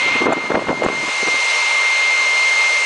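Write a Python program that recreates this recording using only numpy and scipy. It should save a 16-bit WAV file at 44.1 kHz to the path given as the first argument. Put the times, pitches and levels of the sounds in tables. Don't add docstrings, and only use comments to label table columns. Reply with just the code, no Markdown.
import sys
import numpy as np
from scipy import signal
from scipy.fft import rfft, irfft, next_fast_len
from scipy.io import wavfile
from scipy.ndimage import uniform_filter1d, map_coordinates

SR = 44100
rng = np.random.default_rng(int(sys.argv[2]) if len(sys.argv) > 2 else 0)


def voltage_ratio(decibels):
    exponent = np.asarray(decibels, float) / 20
    return 10 ** exponent


def master_out(mix):
    frames = np.transpose(np.atleast_2d(mix))
    ceiling = np.clip(frames, -1, 1)
    pcm = np.round(ceiling * 32767).astype(np.int16)
    wavfile.write(sys.argv[1], SR, pcm)


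N = 125685


def unit(x):
    return x / np.sqrt(np.mean(x ** 2) + 1e-20)


def along(points, hz):
    f, v = np.transpose(points)
    return np.interp(np.log(hz + 1), np.log(f + 1), v)


def curves(rows):
    times, *columns = np.transpose(rows)
    return [np.interp(np.arange(N) / SR, times, column) for column in columns]


def wobble(rate):
    knots = np.minimum(np.arange(N) * rate / SR, 3990)
    return map_coordinates(rng.standard_normal(4000), [knots])


def filtered(x, response):
    m = next_fast_len(N + SR // 2)
    return irfft(rfft(x, m) * response(np.fft.rfftfreq(m, 1 / SR)), m)[..., :N]


def coloured(spectrum, envelope=1):
    noise = envelope * rng.standard_normal(N)
    return unit(filtered(noise, lambda hz: voltage_ratio(along(spectrum, hz))))


# (frequency [Hz], level [dB])
DARK_TURBULENCE = [(30, -51), (80, -29), (150, -7.5), (280, 4.5), (500, 0), (1000, -5), (2500, -52),
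                   (6000, -84.5)]
BRIGHT_TURBULENCE = [(60, -29), (200, -11), (500, 2), (900, -1.5), (1600, -8.5), (3000, -23), (6000, -41),
                     (15000, -68.5)]


def turbulence():
    lumps_per_s, lump_db = 300, 4
    dark = coloured(DARK_TURBULENCE, voltage_ratio(lump_db * wobble(lumps_per_s)))
    bright = coloured(BRIGHT_TURBULENCE, voltage_ratio(lump_db * wobble(lumps_per_s)))
    return dark, bright


# (time [s], level [dB])
DRAUGHT_LEVEL = [(0, -41), (.06, -33.5), (.3, -34.5), (.9, -27.5), (1.09, -41), (1.13, -47.5), (1.35, -42),
                 (1.5, -73)]
# (frequency [Hz], level [dB])
RUMBLE_SPECTRUM = [(20, -13.5), (60, -12), (130, 1), (220, -4), (400, -33)]
RUMBLE_DB = -12


def draught(dark):
    level_db = curves(DRAUGHT_LEVEL)[0]
    flow = voltage_ratio(level_db + 1.17 * wobble(35.13)) * dark
    eddies = voltage_ratio(level_db + RUMBLE_DB + 1.7 * wobble(15)) * coloured(RUMBLE_SPECTRUM)
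    return flow + eddies


# (time [s], length [s], level [dB], brightness [0-1])
PUFF_EVENTS = [(0.061, 0.036, -31.5, 1), (0.152, 0.019, -26, .2), (.207, 0.041, -21.5, 0.1),
               (.257, 0.016, -11.5, 0.9), (0.275, 0.036, -17, 0.5), (0.315, 0.022, -14.5, 1),
               (.364, .022, -24, 0.3), (0.418, 0.034, -39, 0.4), (0.501, 0.025, -17.5, 1),
               (0.526, 0.011, -27, 0), (0.54, .023, -12.5, 0.9), (0.566, 0.02, -18.5, 0.2),
               (0.593, 0.0035, -19, 0.7), (0.61, .016, -25.5, 0.1), (0.668, .008, -22.5, 0.4),
               (0.683, 0.016, -16.5, 0.8), (0.701, 0.0224, -18.5, 0.3), (0.728, 0.018, -49, 0.1),
               (0.818, 0.0093, -17, 0.6), (0.827, 0.029, -21.5, 0.5), (.858, .008, -11, 0.8),
               (0.885, 0.0047, -11, 0.97), (0.9, 0.024, -40, 0), (0.946, 0.0084, -33, 0.4),
               (0.984, 0.0047, -34, 0.8), (1.029, 0.027, -33, 0), (1.078, 0.02, -29.5, 0),
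               (1.224, .013, -23, 0.2), (1.266, .025, -21.5, 0.6), (1.339, 0.0072, -27.5, 0.1)]
EDGE_S = 0.0017


def puffs(dark, bright):
    t, out = np.arange(N) / SR, np.zeros(N)
    for start, length, db, share in PUFF_EVENTS:
        inside = np.minimum(t - start + EDGE_S, start + length + EDGE_S - t)
        gate = np.clip(inside / (2 * EDGE_S), 0, 1) ** 2
        puff = gate * (np.sqrt(1 - share) * dark + np.sqrt(share) * bright)
        to_level = np.sqrt(np.sum(gate ** 2) / (np.sum(puff ** 2) + 1e-20) + 1e-20)
        out = out + voltage_ratio(db) * puff * to_level
    return out


# (time [s], length [s], level [dB])
RUSTLE_EVENTS = [
    (0.325, 0.0099, -31),
    (0.835, 0.016, -33),
    (1.1, 0.036, -38),
]


def grip_rustle():
    t = np.arange(N) / SR
    hiss = coloured([(5500, -32.5), (6500, 6), (10000, -12)])
    return hiss * sum(voltage_ratio(db) * ((t > s) & (t < s + length)) for s, length, db in RUSTLE_EVENTS)


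# (time [s], peak level [dB], width [ms], direction [+1 or -1])
SLAPS = [(.2665, -3, .1, -1), (.291, -6, .22, -1), (.331, -6, .12, -1), (.369, -9, .2, -1),
         (.5058, -2, .24, -1), (.5418, -6, .14, -1), (.5475, -5, .07, 1), (.5585, -9, .06, 1),
         (.5607, -3, .13, -1), (.592, -7, .17, -1), (.6862, -4, .08, 1), (.715, -6, .15, -1),
         (.834, -5, .055, -1), (.839, -2, .13, 1), (.8613, -4, .12, 1), (.8865, -2, .09, -1),
         (1.282, -11, .16, 1)]
REBOUND = 3.5
SLAP_LOW_HZ = 170
DIP_S = 0.0014


def membrane_slaps():
    t, out = np.arange(N) / SR, np.zeros(N)
    for s, db, ms, way in SLAPS:
        u = np.abs(t - s) / (ms / 1000)
        dent = (1 + u) * np.exp(-u)
        recoil = (1 + u / REBOUND) * np.exp(-u / REBOUND) / REBOUND
        out = out + way * voltage_ratio(db) * (dent - recoil) * 1.3
    return filtered(out, lambda hz: hz ** 2 / (hz ** 2 + SLAP_LOW_HZ ** 2))


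def wind_dips():
    t = np.arange(N) / SR
    return np.prod([1 - np.exp(-((t - s) / DIP_S) ** 2) for s, *_ in SLAPS], axis=0)


TURN_HZ, SHELF_OCTAVES = 3240, 0.77
NEAR_HZ, NEAR_DB = 1280, 4


def rush(spectrum, patchy_db, turn_db):
    hz, t, z = signal.stft(coloured(spectrum), SR, nperseg=512)
    patches = uniform_filter1d(rng.standard_normal(z.shape), 6, 0)
    patches = unit(uniform_filter1d(patches, 10, 1))
    turn = np.interp(t, np.arange(N) / SR, turn_db)
    shelf = np.clip(np.log2((hz + 1) / TURN_HZ), 0, SHELF_OCTAVES)
    cavity = NEAR_DB / 10 * np.exp(-((hz - NEAR_HZ) / 300) ** 2)
    gain_db = patchy_db * patches + (shelf - cavity)[:, None] * turn
    return signal.istft(z * voltage_ratio(gain_db), SR, nperseg=512)[1][:N]


# (frequency [Hz], level per hertz [dB])
ROAR_SPECTRUM = [(35, -66), (60, -43), (278, -22.5), (481, -7), (606, -2.5), (701, -7), (991, 1.5),
                 (1550, -5), (1900, -6), (2470, -30), (4180, -120)]
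# (frequency [Hz], level per hertz [dB])
HISS_SPECTRUM = [(1000, -62), (2100, -7.5), (2750, -9), (3400, -14.5), (3900, -13), (4700, -17.5),
                 (6400, -18.5), (10100, -30.5)]
ROAR_DB, HISS_DB = -26, -21
ROAR_FOLLOWS = 0.53


def air_rush(air_db, turn_db):
    roar = voltage_ratio(ROAR_DB + ROAR_FOLLOWS * air_db) * rush(ROAR_SPECTRUM, 0.89, turn_db)
    hiss = voltage_ratio(HISS_DB + air_db + 0.36 * wobble(5.17)) * rush(HISS_SPECTRUM, 0.84, turn_db)
    return roar + hiss


BLADES = 35
# (time [s], blade-passing frequency [Hz])
BLADE_PITCH = [(0, 2107.8), (.25, 2109.2), (.8, 2110.4), (1.5, 2110), (1.85, 2109.2), (2.05, 2108),
               (2.35, 2107.3), (2.58, 2110.2), (2.85, 2108.8)]
# (blade multiple, level re whine [dB], flutter [dB])
BLADE_HARMONICS = [(1, 0, .35), (2, -17.5, 1.3), (3, -22, 2), (4, -38, 3)]
# (offset from the multiple [shaft orders], blade multiple, level re whine [dB])
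SHAFT_SIDEBANDS = [(-1, 1, -23), (1, 1, -22.5), (-1, 3, -35), (1, 3, -34), (-7, 1, -29)]
# (shaft order, level re whine [dB])
SHAFT_ORDERS = [(3, -50.5), (5, -43.5), (6, -50), (7, -37), (8, -32), (10, -31.5)]


def whine(level_db, turn_db):
    pitch = curves(BLADE_PITCH)[0] + 0.4 * wobble(6)
    shaft_angle = 2 * np.pi * np.cumsum(pitch) / SR / BLADES

    def tone(order, db, flutter):
        phase = rng.uniform(0, 2 * np.pi)
        return voltage_ratio(db + flutter * wobble(28.02)) * np.sin(order * shaft_angle + phase)

    lines = np.zeros(N)
    for k, db, flutter in BLADE_HARMONICS:
        lines += tone(k * BLADES, db + 0.6 * (k > 2) * turn_db, flutter)
    for offset, k, db in SHAFT_SIDEBANDS:
        lines += tone(k * BLADES + offset, db, 2.2)
    for order, db in SHAFT_ORDERS:
        lines += tone(order, db, 3.1)
    return np.sqrt(2) * voltage_ratio(level_db) * lines


# (time [s], whine level [dB], air rush gain [dB], treble turn [dB])
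WALK_ROUND = [(0, -17, -1.5, -7), (.2, -20, -1, -12), (.262, -21.5, -10.5, -1.5),
              (.272, -27.5, -10.5, -14.5), (.45, -25.5, -10, -5), (.56, -31, -14.5, -1.5),
              (.68, -30, -11.5, -4.5), (.76, -26.5, -13.5, -2.5), (.89, -27.5, -8.5, -5),
              (.97, -23, -8.5, -0.5), (1.1, -23.5, -4, 0), (1.31, -18.5, -3, 1.5), (1.55, -18.5, -1, 0.5),
              (1.85, -17, -1, -2), (2.3, -16.5, -2, -1), (2.6, -15.5, -2, 0), (2.85, -17.5, -2.5, 1.5)]


def blower():
    level_db, air_db, turn_db = curves(WALK_ROUND)
    return whine(level_db, turn_db) + air_rush(air_db, turn_db)


def scene():
    dark, bright = turbulence()
    wind = draught(dark) + puffs(dark, bright)
    return (wind_dips() * wind + grip_rustle() + membrane_slaps() + blower())[None]


TOP_HZ = 10010
HOLE_HZ, HOLE_SHARE, HOLE_LOAD = 4500, 0.03, 2.5


def treble_holes(x):
    hz, t, z = signal.stft(x, SR, nperseg=512)
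    load = np.sqrt(np.sum(np.abs(z[0, 2:10]) ** 2, 0))
    cells = rng.random((len(hz) // 5 + 1, len(t) // 2 + 1))
    cells = cells.repeat(5, 0).repeat(2, 1)[:len(hz), :len(t)]
    treble = (hz[:, None] / TOP_HZ) ** 2 * (hz[:, None] > HOLE_HZ)
    odds = (HOLE_SHARE + HOLE_LOAD * uniform_filter1d(load, 5)) * treble
    return signal.istft(z * (cells > odds), SR, nperseg=512)[1][:, :N]


def band_limit(x):
    return signal.sosfilt(signal.butter(12, 10240, fs=SR, output="sos"), x)


LOW_HZ, SKIRT_DB_PER_HZ = 18, 0.2
CLIP_AT, CLIP_HARD = 0.71, 12


def record(dry):
    x = filtered(dry, lambda hz: (1j * hz / (LOW_HZ + 1j * hz)) ** 2)
    x = x / (1 + np.abs(x / CLIP_AT) ** CLIP_HARD) ** (1 / CLIP_HARD)
    x = filtered(x, lambda hz: voltage_ratio(-SKIRT_DB_PER_HZ * np.clip(hz - TOP_HZ, 0, 600)))
    return band_limit(treble_holes(x))


dry = scene()
out = record(dry)
master_out(out)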